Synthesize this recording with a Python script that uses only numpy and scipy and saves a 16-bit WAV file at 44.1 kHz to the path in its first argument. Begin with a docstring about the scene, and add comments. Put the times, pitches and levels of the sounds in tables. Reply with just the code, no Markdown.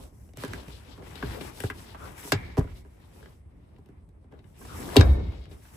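"""In the cab of a parked pickup, a leather seat back is released, folded down and slammed upright again.
Latch and frame knock as decaying modes struck by short contacts, and the padding thuds as a damped spring.
Hands and clothes rub the leather: shaped noise hisses, rustles, scuffs, creaks and scrapes.
The cab adds a short boom over muffled outdoor rumble; a hand-held phone close by takes the sound in stereo."""
import sys
import numpy as np
from scipy import signal
from scipy.fft import rfft, irfft
from scipy.io import wavfile
from scipy.ndimage import uniform_filter1d

SR = 44100
rng = np.random.default_rng(int(sys.argv[2]) if len(sys.argv) > 2 else 0)


def persist_wave(psi):
    """Save psi, clipped to +-1, as 16-bit WAV."""
    counts = np.round(np.clip(psi, -1, 1) * 32767).astype(np.int16)
    wavfile.write(sys.argv[1], SR, np.atleast_2d(counts).T)


N = 254016

# Knocks of latch and frame. 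Each row: start in seconds, level in dB, hollow shell knock in dB re level,
# bright tick in dB re level, crack centre in Hz, left minus right in dB (shell excepted), contact T60 in seconds.
KNOCKS = [(0.123, -68, 15.5, -27.5, 1150, 9, 0.04), (0.2895, -57.5, 5.5, -1.5, 2510, -5.5, 0.011),
          (.3351, -54, 6, 7, 2970, 1.5, 0.011), (.372, -42, 1.5, 7.5, 2340, 9, 0.0088),
          (0.4363, -24.5, -1, -5.5, 1707, -1, 0.01), (0.4491, -30.5, -3, -1, 1610, -1.5, 0.0061),
          (0.4802, -41, -12, 3, 1450, 5.5, 0.012), (0.5339, -26, -10, -5, 2035, -5, 0.0094),
          (0.6812, -42, 0.5, -1, 2610, -6, 0.023), (0.9787, -47.5, 7.5, -24.5, 1175, 9.5, 0.067),
          (1.023, -40.5, 2, -10, 1970, -9, 0.014), (1.1542, -37.5, -3, -7.5, 3830, 8, 0.042),
          (1.2259, -22, -1, -36, 1480, 3.5, 0.026), (1.409, -32.5, -2, -10, 3000, 7, 0.051),
          (1.6027, -27.5, -6.5, -3, 2320, 9, 0.022), (1.6374, -24, 0.5, -7.5, 1530, 7, 0.011),
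          (1.7, -22, -12.5, -16, 1872, 2.5, 0.039), (1.9454, -30.5, -16, -23, 1015, -0.5, 0.052),
          (2.247, -41.5, 5.5, -4, 1125, 5, 0.024), (2.275, -39.5, -1.5, -10, 990, 7, .02),
          (2.3199, -9, -13, -3.5, 1937, 0, 0.023), (2.3212, -14, -5, -25, 4680, 3, 0.043),
          (2.571, -42, 16, -8, 1178, 5.5, 0.15), (2.576, -30, 9, -6.5, 1070, -13, 0.072),
          (2.583, -32, 12, -9, 1240, 15, 0.018), (2.593, -32, 7, -4.5, 1530, -3, 0.025),
          (2.6097, -33, -2, -21, 1110, 5, 0.015), (2.643, -37.5, 2.5, -22, 1000, -1, 0.016),
          (2.6743, -42, -6, -25, 1320, -4, 0.015), (2.849, -49.5, 3.5, -14, 1330, -3, 0.012),
          (2.8595, -52, -7.5, -22, 1340, 1.5, 0.011), (3.2284, -45, -6, -17, 1545, 8, 0.01),
          (3.2579, -41, -8, -15, 1728, 0.5, 0.019), (3.7629, -56.5, -14, -19.5, 2460, 10.5, 0.013),
          (3.7837, -56, 9.5, -9, 1208, 4.5, 0.038), (3.8592, -64.5, 2.5, 5, 2510, 12.5, 0.013),
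          (3.8874, -53, 8, -10.5, 1480, -0.5, 0.0323), (4.0896, -68, 8, 5, 3480, 5, 0.017),
          (4.2438, -66.5, 15, -19, 1516, 10.5, 0.014), (4.3238, -54.5, 12, -25.5, 1480, 0.5, 0.019),
          (4.3374, -51.5, 3.5, -29, 1590, 1, 0.025), (4.3902, -52, -0.5, -24.5, 3300, 4.5, 0.03),
          (4.4422, -54, -19, -16, 2500, 13, 0.0174), (4.6127, -42, -1, -13, 1402, -3, 0.073),
          (4.6504, -41, -3, -8, 1223, 0.5, 0.042), (4.9594, -20.5, 8, -11.5, 1000, 14.5, 0.053),
          (4.9658, -4, -1, -8, 4100, 5, 0.02), (4.9968, -23, 8.5, -7, 3970, 3, 0.015),
          (5.0067, -20.5, 3, -16, 4270, -5, 0.014), (5.011, -15, -12, -33, 1500, 9, 0.015),
          (5.0106, -14.5, -23, -20, 4300, 3, 0.0086), (5.3225, -53, 14, -26, 1110, 0, .03),
          (5.4388, -48.5, -16, -20, 4142, 5, 0.022), (5.455, -45, -26, -9, 2480, 3, 0.013),
          (5.5116, -49, 6.5, -6, 3550, 2, 0.16), (5.651, -47, -22, -19, 1590, 0, 0.055)]
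# Modes of the hollow seat shell. Each row: frequency in Hz, relative level in dB, T60 in seconds
# before the extra damping of each blow.
SHELL_MODES = [(175.4, -3.5, 0.13), (275, -1, 0.067), (398.5, -3, 0.15), (451, -4.5, 0.085),
               (626, -6, 0.021), (772, -14, 0.098)]
# Modes of the seat frame. Each row: frequency in Hz, relative level in dB, T60 in seconds.
FRAME_MODES = [(976, 3.5, 0.04), (1667, -2.5, 0.019), (2000, -11.5, 0.023), (2900, -8, 0.029),
               (3786, 0, 0.025), (4090, -11.5, 0.02), (4890, -6, 0.027), (6630, -11, 0.081)]
# Chance snaps of leather and trim: level re scuff, its scatter, middle crack pitch and contact T60.
SNAPS_PER_S, SNAP_DB, SNAP_SCATTER_DB, SNAP_HZ, SNAP_T60_S = 2.5, 11.5, 3, 1700, 0.01
# Soft thuds of the padded back and the boom of the cab after them.
# Each row: start in seconds, peak in dB, settled pitch in Hz, rise in seconds.
THUDS = [(0.374, -38.5, 100, 0.018), (0.45, -49, 111, .012), (.48, -33.5, 89.7, 0.017),
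         (0.678, -38, 123, 0.0083), (1.23, -33, 104.7, 0.028), (1.642, -20, 92, 0.0097),
         (2.326, -24, 106, 0.01), (2.345, -21, 92.6, 0.012), (2.586, -10, 90.7, 0.0055),
         (2.599, -36, 33.5, 0.033), (2.61, -25, 60, 0.013), (4.985, -2, 78.8, 0.012),
         (5.0, -32, 35.8, 0.029), (5.008, -12.5, 66, 0.013), (5.065, -13, 61.8, .04),
         (5.189, -31.5, 70, 0.043), (5.271, -31, 68, 0.031), (5.362, -34, 63.2, 0.037)]
# The steel latch bar springs free, later snaps shut.
# Each row: start in seconds, level in dB, chatter spread in Hz, highest well-rung mode in Hz.
LATCH_BLOWS = [(2.322, -40, 349.5, 2592), (4.968, -42.5, 68.7, 5200)]
# Modes of the latch bar. Each row: frequency in Hz, relative level in dB, T60 in seconds.
LATCH_MODES = [(1243, -5, 0.27), (1413, -7, .4), (1800, -6, 0.83), (2150, -5.5, 1.2), (2244, -3, .8),
               (3280, -9.5, 0.53), (3790, -6, 1.1), (4300, -13.5, 0.84)]
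# Strokes of hand and cloth over the seat. Each row: start, firmest moment and end in seconds,
# skin hiss, cloth rustle, cloth scuff and padding creak in dB, left minus right in dB.
STROKES = [(-.1, 0.0, .125, -59.5, -65, -66, -50.5, -2), (0.029, 0.224, 0.37, -66.5, -86.5, -75, -87, 13.5),
           (0.351, 0.418, .52, -53, -52.5, -50.5, -49.5, 0),
           (0.462, 0.536, .68, -55.5, -53.5, -51, -45.5, 4.5),
           (0.592, 0.716, 0.87, -60.5, -57, -58, -53.5, 8), (.78, 0.91, 1.04, -64.5, -60, -59, -55.5, 7.5),
           (0.967, 1.012, 1.035, -73, -71, -66, -43.5, 4), (1.0, 1.108, 1.85, -57.5, -56, -53, -51, 8.5),
           (1.18, 1.345, 1.45, -52.5, -53.5, -50, -42.5, 5.5),
           (1.378, 1.47, 1.527, -49, -59.5, -52.5, -46, 13.5), (1.51, 1.616, 1.737, -50, -53, -62, -52, 7),
           (1.72, 1.792, 1.97, -54.5, -58, -55.5, -54, 5.5), (1.85, 1.929, 2.02, -65, -62, -56, -56.5, 7),
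           (1.948, 2.068, 2.2, -55.5, -60.5, -51, -47, 7), (2.14, 2.206, 2.28, -49.5, -58, -50.5, -55, 8),
           (2.21, 2.282, 2.343, -45, -52.5, -52, -53, 5.5), (2.33, 2.391, 2.7, -67, -60.5, -57.5, -53, 3.5),
           (2.589, 2.629, 2.69, -65, -67, -61.5, -51, 7), (2.651, 2.706, 2.745, -66, -58.5, -58, -58, -1.5),
           (2.719, 2.773, 2.84, -63.5, -62.5, -66, -57, 1.5),
           (2.759, 3.048, 3.27, -70.5, -74.5, -69, -62, 5), (3.093, 3.188, 3.43, -65, -67, -65.5, -57.5, 3),
           (3.36, 3.721, 4.1, -83, -83.5, -73, -69, 1), (4.305, 4.322, 4.45, -79.5, -81.5, -70, -54.5, 7.5),
           (4.381, 4.548, 4.84, -74, -78.5, -70, -65, 5.5), (4.537, 4.666, 5.17, -56, -58, -59, -51, 2.5),
           (4.676, 4.83, 4.93, -49.5, -56, -49, -41.5, 3),
           (4.829, 4.959, 5.04, -47.5, -52.5, -45.5, -37.5, 5.5),
           (4.98, 5.03, 5.2, -56, -51.5, -56, -54, 3.5),
           (5.099, 5.236, 5.58, -72.5, -60, -60.5, -56.5, 5.5),
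           (5.48, 5.524, 5.63, -64, -76, -64, -54, 5.5), (5.564, 5.674, 5.74, -60.5, -64, -63, -66, 4),
           (5.682, 5.752, 5.9, -58.5, -68, -58.5, -55, 3)]
STROKE_POINTED = 1.22  # exponent: higher = a stroke swells and fades more sharply
# A hand that only holds on. The entries: hiss, rustle, scuff and creak in dB.
RESTING_DB = [-95, -90.5, -81.5, -68.5]
# Spectra of skin hiss, cloth rustle, cloth scuff and padding creak.
# Each row: frequency in Hz, relative level in dB per Hz.
HISS_SPECTRUM = [(3500, -21.5), (5500, -3), (7500, -3.5), (10500, -2), (14500, -7.5), (16000, -11)]
RUSTLE_SPECTRUM = [(1300, -21.5), (2300, -1.5), (3500, 0), (5000, -4.5), (8000, -20.5)]
SCUFF_SPECTRUM = [(500, -16), (900, -2), (1300, -6.5), (2000, -7), (4000, -20)]
CREAK_SPECTRUM = [(120, 0), (250, 0), (400, -1), (700, -8.5), (1400, -20), (3000, -45.5)]
# Leather dragging on leather. Each row: start and end in seconds, first and last pitch in Hz, level in dB.
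SCRAPES = [(1.969, 2.104, 1350, 1203, -46), (4.66, 4.8, 1389, 1100, -48), (4.78, 4.95, 1050, 850, -49)]
SCRAPE_WIDTH_HZ, SCRAPE_GRAIN_DB = 650, 0.5
# Heavy blows after which padding and cab body shudder on. Each row: start in seconds, level in dB.
SHUDDERS = [(1.23, -52), (1.64, -46.5), (2.33, -43.5), (2.59, -46), (4.979, -24.5)]
CREAK_RISE_S, CREAK_T60_S = 0.02, 0.79
BODY_RISE_S, BODY_T60_S, BODY_DB = 0.037, 1, 9.5  # level re the shuddering creak
CAB_T60_S, CAB_DB = 0.099, -11
# Spectrum of the cab body. Each row: frequency in Hz, relative level in dB per Hz.
BODY_SPECTRUM = [(22, -30), (35, -10.5), (60, 4), (90, 0), (140, -9.5), (220, -16.5), (400, -26)]
OUTDOORS_DB, OUTDOORS_SWELL_DB = -51, 1.5  # rumble at rest and its slow swell
LEANING_DB = -0.5  # rumble re creak of a stroke
# Spectrum of the still air. Each row: frequency in Hz, relative level in dB per Hz.
STILL_SPECTRUM = [(88, -35), (150, -3.5), (1210, -30.5), (1450, -40.5), (2100, -33), (3290, -49),
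                  (7180, -51), (9260, -38), (12400, -57), (14500, -72.5), (16000, -65)]
STILL_DB = -63.5
# The phone: start of the shared treble, lag of its left side in samples, upper limit.
SPLIT_HZ, PORT_LAG, TOP_HZ = 7000, 14, 16000


def undb(db):
    """Decibels are logarithmic: the amplitude gain of a level in dB."""
    return 10 ** (np.asarray(db) / 20)


def walk(rate):
    """Low-passed random steps: levels held 1 / rate s and slewed twice, with a spread near 1."""
    hold = int(SR / rate)
    steps = np.repeat(rng.standard_normal(N // hold + 1), hold)
    return 0.85 * uniform_filter1d(uniform_filter1d(steps, hold), hold)[:N]


def sides(pan_db):
    """Interaural level difference: left and right gains that share it equally."""
    return undb(np.array([pan_db, -pan_db]) / 2)


def band(x, lo_hz, hi_hz):
    """Gentle second-order band-pass, scaled to peak 1."""
    sos = signal.butter(2, [lo_hz, min(hi_hz, 0.45 * SR)], "band", fs=SR, output="sos")
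    y = signal.sosfilt(sos, x)
    return y / np.abs(y).max()


def dying(modes, t):
    """Damped free vibration: one row for each mode, as a dying complex swing."""
    hz, db, t60 = np.transpose(modes)[:, :, None]
    return undb(db) * np.exp((2j * np.pi * hz - np.log(1000) / t60) * t)


def coloured(spectrum, alike_hz, flicker_db, grain_db):
    """Spectrally shaped stereo noise of rms 1: grainy, flickering by octave, alike at both ears in the bass."""
    hz = np.maximum(np.fft.rfftfreq(N, 1 / SR), 1)
    points, db = np.transpose(spectrum)
    colour = undb(np.interp(np.log(hz), np.log(points), db, left=-80, right=-80))
    grains = undb(grain_db * (walk(500) + walk(60)))
    mid, side = rfft(rng.standard_normal((2, N)) * grains) * colour
    pair = mid + side * np.minimum(hz / alike_hz, 1) * np.array([[1], [-1]])
    out = 0
    octaves = 32 * 2. ** np.arange(10)
    for centre in octaves[(octaves > points[0] / 2) & (octaves < 2 * points[-1])]:
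        share = np.cos(np.pi / 2 * np.clip(np.log2(hz / centre), -1, 1)) ** 2
        out = out + irfft(pair * share, N) * undb(flicker_db * walk(28))
    return out / np.sqrt(np.mean(out ** 2))


def knocks(blows):
    """Impact excitation: a short rough contact cracks, ticks and rings the modes of frame and shell."""
    size = 8192
    out = np.zeros((2, N + size))
    t = np.arange(size) / SR
    hz = np.maximum(np.fft.rfftfreq(size, 1 / SR), 20)
    # low tones of a knock arrive late: each lags by the same number of cycles
    late = np.exp(-2j * np.pi * 1.602 * np.log(np.minimum(hz / 1200, 1)))
    frame_modes, shell_modes = dying(FRAME_MODES, t), dying(SHELL_MODES, t)
    fade = np.cos(np.pi / 2 * t / t[-1])
    for start, db, hollow_db, tick_db, centre_hz, pan_db, t60 in blows:
        noise = rng.standard_normal((3, size))  # left, right, common
        turn = np.exp(2j * np.pi * rng.random((3, len(FRAME_MODES))))  # random phases
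        contact = np.exp(-np.log(1000) * t / t60) * (1 - np.exp(-t / (0.02 * t60)))
        # a blow favours the modes near its own pitch
        near = np.exp(-(np.log2(hz / centre_hz) / 0.42) ** 2)
        shell = (turn[2, :len(SHELL_MODES)] @ shell_modes).imag
        shell = irfft(rfft(shell * np.exp(-t / (0.5 * t60 + 0.0059))) * late)
        hollow = undb(hollow_db) * shell / np.abs(shell).max()
        tick = undb(tick_db) * band(noise[2] * contact, 1700, 12500)
        first = int(start * SR)
        for ear in range(2):
            ring = (turn[ear] @ frame_modes).imag * (1 - np.exp(-t / 0.0018))
            frame = irfft(rfft(ring) * near)
            rough = (noise[ear] + 0.64 * noise[2]) * contact
            crack = band(rough, centre_hz / 2.47, centre_hz * 1.26)
            hard = 0.77 * crack + 0.42 * frame / np.abs(frame).max() + tick
            sound = sides(pan_db)[ear] * hard + hollow
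            out[ear, first:first + size] += undb(db) * sound * fade
    return out[:, :N]


def snaps(scuff):
    """Random point process of small snaps, as knock rows: denser and louder under firmer rubbing."""
    count = int(SNAPS_PER_S * N / SR)
    rubbed = np.cumsum(scuff)
    when = np.searchsorted(rubbed, rng.random(count) * rubbed[-1])
    rows = []
    for i, (a, b, c) in zip(when, rng.standard_normal((count, 3))):
        db = 20 * np.log10(scuff[int(i)]) + SNAP_DB + SNAP_SCATTER_DB * a
        rows.append((i / SR, db, -8, -14, SNAP_HZ * 1.41 ** b, 4 + 5 * c, SNAP_T60_S))
    return rows


def thuds():
    """Damped spring: foam squeezed by the blow swings a few times, dropping in pitch as it settles."""
    out, t = np.zeros(N + SR), np.arange(SR) / SR
    for start, db, hz, rise in THUDS:
        cycles = hz * (t + 0.56 * rise * (1 - np.exp(-t / rise)))
        swell = (t / rise * np.exp(1 - t / rise)) ** 2
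        first = int(start * SR)
        out[first:first + SR] += undb(db) * swell * np.sin(2 * np.pi * cycles)
    return out[:N]


def latch():
    """Modulated resonance: the bar rings on while chatter in its guide smears every mode, widely when loose."""
    out, t = np.zeros((2, N + SR)), np.arange(SR) / SR
    for start, db, spread_hz, top_hz in LATCH_BLOWS:
        span = int(SR / spread_hz)
        noise = rng.standard_normal((2, 2, len(LATCH_MODES), SR))
        chatter = uniform_filter1d(noise, span) * np.sqrt(span)
        modes = dying(LATCH_MODES, t) / (1 + (np.array(LATCH_MODES)[:, :1] / top_hz) ** 6)
        ring = (chatter[0] * modes.real + chatter[1] * modes.imag).sum(axis=1)
        first = int(start * SR)
        out[:, first:first + SR] += undb(db) * ring
    return out[:, :N]


def strokes():
    """Power addition of strokes that swell and fade: gains of hiss, rustle, scuff, creak, then pan in dB."""
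    t = np.arange(N) / SR
    power, lean = undb(RESTING_DB)[:, None] ** 2 * np.ones(N), np.zeros(N)
    for start, firm, end, *levels_db, pan_db in STROKES:
        span = slice(max(int(start * SR), 0), int(end * SR))
        course = np.interp(t[span], [start, firm, end], [0, 1, 2])
        press = np.abs(np.sin(np.pi / 2 * course)) ** (2 * STROKE_POINTED)
        added = undb(levels_db)[:, None] ** 2 * press
        power[:, span] += added
        lean[span] += pan_db * added[2]  # pan weighted by scuff power
    return (*np.sqrt(power), lean / power[2])


def rubbing(hiss, rustle, scuff, creak, pan_db):
    """Friction noise: sliding skin hisses, cloth rustles and scuffs in grains, squeezed padding creaks."""
    creak = np.hypot(creak, shudder(CREAK_RISE_S, CREAK_T60_S))
    skin = hiss * coloured(HISS_SPECTRUM, 3000, flicker_db=1.5, grain_db=1.5)
    cloth = (rustle * coloured(RUSTLE_SPECTRUM, 1100, flicker_db=4.0, grain_db=2.0)
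             + scuff * coloured(SCUFF_SPECTRUM, 900, flicker_db=2.0, grain_db=2.5))
    padding = creak * coloured(CREAK_SPECTRUM, 400, flicker_db=3.0, grain_db=1.5)
    return skin + cloth * sides(pan_db) + padding * sides(0.69 * pan_db)


def scrapes():
    """Stick-slip friction excites one broad resonance that sinks as the leather slides."""
    out, span = np.zeros((2, N)), int(SR / SCRAPE_WIDTH_HZ)
    grains = undb(SCRAPE_GRAIN_DB * walk(460))
    for start, end, from_hz, to_hz, db in SCRAPES:
        first, size = int(start * SR), int((end - start) * SR)
        phase = 2 * np.pi * np.cumsum(np.geomspace(from_hz, to_hz, size)) / SR
        noise = rng.standard_normal((2, 2, SR))
        slip = uniform_filter1d(uniform_filter1d(noise, span), span)[..., :size] * np.sqrt(span)
        tone = slip[0] * np.cos(phase) + slip[1] * np.sin(phase)
        out[:, first:first + size] += undb(db) * np.sqrt(np.hanning(size)) * tone
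    return out * grains * sides(4.5)[:, None]


def shudder(rise, t60):
    """Exponential decay of stored energy: a gain that swells after every heavy blow and dies away."""
    t = np.arange(N) / SR
    gain = np.zeros(N)
    for start, db in SHUDDERS:
        age = np.maximum(t - start, 0)
        gain += undb(db - 60 * age / t60) * (1 - np.exp(-age / rise))
    return gain


def cab(x):
    """Reverberation as convolution: short, well damped reflections off glass, seats and roof lining."""
    t = np.arange(SR // 4) / SR
    decay = np.exp(-np.log(1000) * t / CAB_T60_S) * (1 - np.exp(-t / 0.003))
    tail = signal.lfilter([1], [1, -0.6], rng.standard_normal((2, len(t))) * decay)
    tail = tail / np.sqrt(np.sum(tail ** 2, 1, keepdims=True))
    return signal.fftconvolve(x, tail, axes=1)[:, :N]


def rumble(creak):
    """Structure-borne sound: the cab body hums with outdoor rumble, more when leaned on or after a blow."""
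    outdoors = undb(OUTDOORS_DB + OUTDOORS_SWELL_DB * walk(6.8))
    leaning = undb(LEANING_DB) * creak
    shaken = undb(BODY_DB) * shudder(BODY_RISE_S, BODY_T60_S)
    gain = np.sqrt(outdoors ** 2 + leaning ** 2 + shaken ** 2)
    return gain * coloured(BODY_SPECTRUM, 570, flicker_db=4.0, grain_db=0.5)


def still_air():
    """Background noise floor: faint shaped noise of constant mean level."""
    return undb(STILL_DB) * coloured(STILL_SPECTRUM, 710, flicker_db=4.5, grain_db=-1.0)


def scene():
    """Superposition: handling sounds in the cab over its rumble and still air."""
    hiss, rustle, scuff, creak, pan_db = strokes()
    hits = knocks(KNOCKS + snaps(scuff))
    handling = latch() + thuds() + rubbing(hiss, rustle, scuff, creak, pan_db) + scrapes()
    return hits + undb(CAB_DB) * cab(hits) + handling + rumble(creak) + still_air()


def record(dry):
    """Crossover and delay: the phone's treble comes from one port, later and inverted on the left; top cut."""
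    low = signal.sosfiltfilt(signal.butter(8, SPLIT_HZ, fs=SR, output="sos"), dry)
    treble = (dry - low)[0]
    out = low + np.array([-np.roll(treble, PORT_LAG), treble])
    return signal.sosfilt(signal.ellip(8, 0.2, 70, TOP_HZ, fs=SR, output="sos"), out)


dry = scene()
out = record(dry)
persist_wave(out)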